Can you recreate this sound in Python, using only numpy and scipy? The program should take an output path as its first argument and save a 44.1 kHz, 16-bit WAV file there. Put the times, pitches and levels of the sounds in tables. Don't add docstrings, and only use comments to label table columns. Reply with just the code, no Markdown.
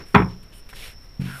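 import sys
import numpy as np
from scipy import signal
from scipy.fft import rfft, irfft
from scipy.io import wavfile

SR = 44100
rng = np.random.default_rng(int(sys.argv[2]) if len(sys.argv) > 2 else 0)


def unload_audio(sound):
    columns = np.transpose(np.atleast_2d(sound))
    steps = np.round(np.clip(columns, -1, 1) * 32767)
    wavfile.write(sys.argv[1], SR, steps.astype(np.int16))


N = 61739
T = np.arange(N) / SR
HZ = np.fft.rfftfreq(N, 1 / SR)


def amp(db):
    return 10 ** (np.asarray(db) / 20)


def unit_rms(x):
    return x / np.sqrt(np.mean(x ** 2) + 1e-20)


def curve_at(points, hz):
    freqs, values = np.transpose(points)
    return np.interp(np.log(hz + 1e-3), np.log(freqs), values)


def equalise(x, gain_db):
    return unit_rms(irfft(rfft(x) * amp(gain_db), N))


def noise(spectrum):
    return equalise(rng.standard_normal(N), curve_at(spectrum, HZ))


def burst(start_s, decay_s, rise_s=0.00049):
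    age = np.maximum(T - start_s, 0)
    return (1 - np.exp(-age / rise_s)) * np.exp(-age / decay_s)


def fuzzy_tone(pitch_hz, width_hz):
    lowpass_db = -20 * np.log10(1 + (HZ / width_hz) ** 3)
    wander_cos, wander_sin = (equalise(white, lowpass_db) for white in rng.standard_normal((2, N)))
    phase = 2 * np.pi * np.cumsum(pitch_hz * np.ones(N)) / SR
    return wander_cos * np.cos(phase) + wander_sin * np.sin(phase)


# freq_hz, gain_db
ROOM_TONE_EQ = [(15, 3.5), (35, 2.5), (60, -6.5), (120, -12), (250, -21.5), (450, -24.5), (800, -29),
                (2000, -31.5), (4000, -37), (7000, -49), (10000, -45), (14500, -44)]
# time_s, gain_db
WHINE_RIDE = [(0, 4.5), (.12, -4), (.2, 4), (.33, 0), (.46, -4), (.66, -3.5), (.85, 0), (.97, 1),
              (1.08, -2.5), (1.2, -4), (1.4, -1)]


def room_tone(bed_db=-43, whine_db=-53):
    ride_db = np.interp(T, *np.transpose(WHINE_RIDE))
    whine = amp(whine_db + ride_db) * fuzzy_tone(pitch_hz=5417, width_hz=198)
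    return amp(bed_db) * noise(ROOM_TONE_EQ) + whine


def fibre_friction(catches_per_s=3000, spread_db=5, catch_share=0.4):
    sizes = amp(spread_db * np.minimum(rng.exponential(1, N), 4))
    catches = sizes * rng.choice([-1, 1], N) * (rng.random(N) < catches_per_s / SR)
    hiss = rng.standard_normal(N)
    return np.sqrt(catch_share) * unit_rms(catches) + np.sqrt(1 - catch_share) * hiss


# multiple_of_centre, gain_db
RUB_EQ = [(.06, -9.5), (.15, -8), (.33, -12.5), (.6, -4.5), (.85, -3.5), (1, -2.5), (1.2, -5.5), (1.6, -12),
          (2.6, -21), (6, -37)]
# freq_hz, gain_db
HISS_EQ = [(300, -12), (2000, -11.5), (4000, -6), (6500, -12), (8000, -3), (9500, 0), (11000, -1.5),
           (14500, -4.5), (16000, -28.5)]
# start_s, rise_s, hold_s, fall_s, rub_db, centre_hz, hiss_db
HAND_STROKES = [(-.02, 0.013, 0.0067, 0.06, -46.5, 1700, -68),
                (0.054, 0.012, 0.028, 0.27, -57.5, 2320, -59), (0.268, 0.038, 0.011, 0.053, -54, 2960, -84),
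                (0.424, 0.0086, 0.0029, 0.015, -59, 2800, -58.5),
                (0.518, 0.01, 0.0089, 0.011, -52, 2900, -74), (0.523, 0.02, 0.053, 0.013, -62, 2830, -56.5),
                (0.688, 0.0033, 0.0089, 0.032, -46.5, 2450, -53),
                (0.7279, 0.0018, 0.0079, 0.0033, -41.5, 1600, -59),
                (0.729, .04, 0.097, 0.036, -44.5, 3360, -50.5),
                (0.788, 0.051, 0.056, 0.055, -45.5, 2630, -53.5),
                (1.014, 0.018, 0.011, 0.039, -60.5, 2000, -65),
                (1.198, 0.02, 0.0033, 0.011, -44, 2380, -54.5),
                (1.211, 0.046, 0.029, 0.14, -43.5, 2680, -55), (1.239, 0.064, 0.09, 0.11, -47, 1620, -54),
                (1.287, 0.096, .04, .05, -56, 3000, -48)]


def cloth_strokes():
    out = np.zeros(N)
    for start_s, rise_s, hold_s, fall_s, rub_db, centre_hz, hiss_db in HAND_STROKES:
        speed = np.interp(T - start_s, np.cumsum([0, rise_s, hold_s, fall_s]), [0, 1, 1, 0])
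        rub = amp(rub_db) * equalise(fibre_friction(), curve_at(RUB_EQ, HZ / centre_hz))
        hiss = amp(hiss_db) * equalise(fibre_friction(), curve_at(HISS_EQ, HZ))
        out += speed * (rub + hiss)
    return out


# freq_hz, gain_db
PAT_EQ = [(40, 1), (150, -4.5), (400, -8), (800, -21), (2000, -19), (8000, -44)]
# start_s, level_db
FINGER_PATS = [(0.0, -37.5), (0.436, -51), (0.66, -52), (0.73, -47)]


def finger_pats():
    return sum(amp(level_db) * noise(PAT_EQ) * burst(start_s, decay_s=0.036, rise_s=0.0011)
               for start_s, level_db in FINGER_PATS)


# freq_hz, gain_db
CLACK_EQ = [(100, -35.5), (300, -9), (600, -4.5), (900, 3), (1500, -4.5), (2450, -4.5), (2950, -19),
            (3500, -20), (4600, -37), (8000, -51.5), (15000, -41.5)]
# pitch_hz, relative_db, t60_s
RULER_MODES = [(411, -2, 0.23), (529.7, -9.5, .22), (615, -9, 0.089), (761, -18, 0.2), (926.4, 3, 0.081),
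               (970, -3.5, 0.12), (1064.4, -3, 0.18), (1199.5, -3, 0.073), (1321, 0.5, 0.055),
               (1494, -5.5, 0.07), (1740, -15, 0.037), (2004, -5, 0.034), (2253.3, -4.5, 0.037),
               (2483, -4.5, 0.045), (3404, -12.5, .08)]
# start_s, relative_strike_db, thud_db, thud_pitch_hz
RULER_CONTACTS = [(0.1454, -4.5, -15.5, 324), (0.1485, 1.5, -8.5, 194), (0.1535, -6.5, -11.5, 213),
                  (0.158, -5, -9.5, 434), (0.1611, -11, -29, 200), (0.1649, -9.5, -2, 164.5),
                  (0.179, -12, -17.5, 196), (0.189, -23, -25, 124), (0.2017, -18.5, -11, 306),
                  (0.22, -16, -14.5, 343)]


def ruler_knock(clack_db=-5.5, ring_db=-17, thud_cycles=0.66, grip_s=0.2, grip_db_per_s=450):
    clacks, thuds, ring, energy_in = np.zeros((4, N))
    for start_s, strike_db, thud_db, thud_hz in RULER_CONTACTS:
        clacks += amp(clack_db + strike_db) * noise(CLACK_EQ) * burst(start_s, decay_s=0.0062)
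        cycles = (T - start_s) * thud_hz
        thuds += amp(thud_db) * np.sin(2 * np.pi * cycles) * np.exp(-(cycles / thud_cycles) ** 2)
        push = burst(start_s, decay_s=0.00017) ** 2
        energy_in += amp(strike_db) ** 2 * push / push.sum()
    grip = amp(-grip_db_per_s * np.maximum(T - grip_s, 0))
    for pitch_hz, mode_db, t60_s in RULER_MODES:
        kept_per_sample = np.exp(-2 * np.log(1000) / (t60_s * SR))
        swing = np.sqrt(signal.lfilter([1], [1, -kept_per_sample], energy_in))
        tone = np.sin(2 * np.pi * (pitch_hz * T + rng.random()))
        ring += amp(ring_db + mode_db) * grip * swing * tone
    reverb_send = amp(-9.5) * (clacks + ring) + amp(-13.5) * thuds
    return clacks + ring + thuds + room_reverb(reverb_send)


# freq_hz, t60_s
ROOM_DECAY = [(100, 0.64), (300, 0.25), (1000, 0.26), (2500, 0.16), (8000, 0.24)]


def room_reverb(send, build_s=0.016):
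    hz, time_s, bands = signal.stft(rng.standard_normal(SR // 2), SR, nperseg=256)
    decay = amp(-60 * time_s / curve_at(ROOM_DECAY, hz)[:, None])
    tail = signal.istft(bands * decay, SR, nperseg=256)[1]
    tail *= np.minimum(np.arange(len(tail)) / SR / build_s, 1)
    return signal.fftconvolve(send, tail / np.linalg.norm(tail))[:N]


# pitch_hz, relative_db, t60_s
TABLE_MODES = [(61.7, -6, 0.39), (110.5, -3.5, .4), (131.3, -9, .36), (174.05, 0, 0.27),
               (188.8, -2.5, 0.33)]


def table_boom(start_s=0.158, rise_s=0.034, level_db=-11.5):
    age = np.maximum(T - start_s, 0)
    swell = np.minimum(age / rise_s, 1)
    boom = sum(amp(mode_db - 60 * age / t60_s) * np.sin(2 * np.pi * pitch_hz * age)
               for pitch_hz, mode_db, t60_s in TABLE_MODES)
    return amp(level_db) * swell * boom


# start_s, length_s, level_db, pitch_hz, glide_hz_per_s, width_hz
WEAVE_SLIPS = [(.515, 0.093, -59, 3000, -600, 200), (0.536, 0.083, -60, 9470, -2000, 900),
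               (.818, 0.033, -46.5, 2350, 4000, 130), (1.265, 0.13, -41.5, 1580, -1100, 155)]


def thread_rasps():
    out = np.zeros(N)
    for start_s, length_s, level_db, pitch_hz, glide_hz_per_s, width_hz in WEAVE_SLIPS:
        age = np.clip(T - start_s, 0, length_s)
        arch = np.sqrt(np.abs(np.sin(np.pi * age / length_s)))
        out += amp(level_db) * arch * fuzzy_tone(pitch_hz + glide_hz_per_s * age, width_hz)
    return out


# freq_hz, gain_db
PUFF_EQ = [(60, -4), (150, 6), (230, 2.5), (350, -6.5), (550, -20.5), (1500, -41), (5000, -45)]


def fabric_tug(peak_s=1.1995, level_db=-16.5, pitch_hz=147.5, round_trip_s=0.0209):
    pulse_width_s, puff_width_s, lag_cycles = 0.0031, 0.012, 0.2
    lead_s, snap_s = 0.0057, 0.0009
    air = amp(-17) * noise(PUFF_EQ)
    flutter = np.zeros(N)
    for trip in range(6):
        age = T - peak_s - trip * round_trip_s
        wave = np.cos(2 * np.pi * (pitch_hz * age - trip * lag_cycles))
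        pulse = wave / np.cosh(np.clip(age / pulse_width_s, -20, 20))
        puff = air * np.exp(-(age / puff_width_s) ** 2)
        loss_db = 0.62 * trip ** 1.89
        flutter += amp(level_db - loss_db) * (puff - pulse)
    flutter *= 0.5 + 0.5 * np.tanh((T - peak_s + lead_s) / snap_s)
    return flutter + amp(-14) * room_reverb(flutter)


def scene():
    mix = room_tone() + cloth_strokes() + finger_pats()
    mix += ruler_knock() + table_boom() + thread_rasps() + fabric_tug()
    return mix[None]


def record(dry, knee=10, cutoff_hz=14750):
    clipped = dry / (1 + np.abs(dry) ** knee) ** (1 / knee)
    lowpass = signal.firwin(255, cutoff_hz, window=("kaiser", 9), fs=SR)
    return signal.oaconvolve(clipped, lowpass[None], "same")


dry = scene()
out = record(dry)
unload_audio(out)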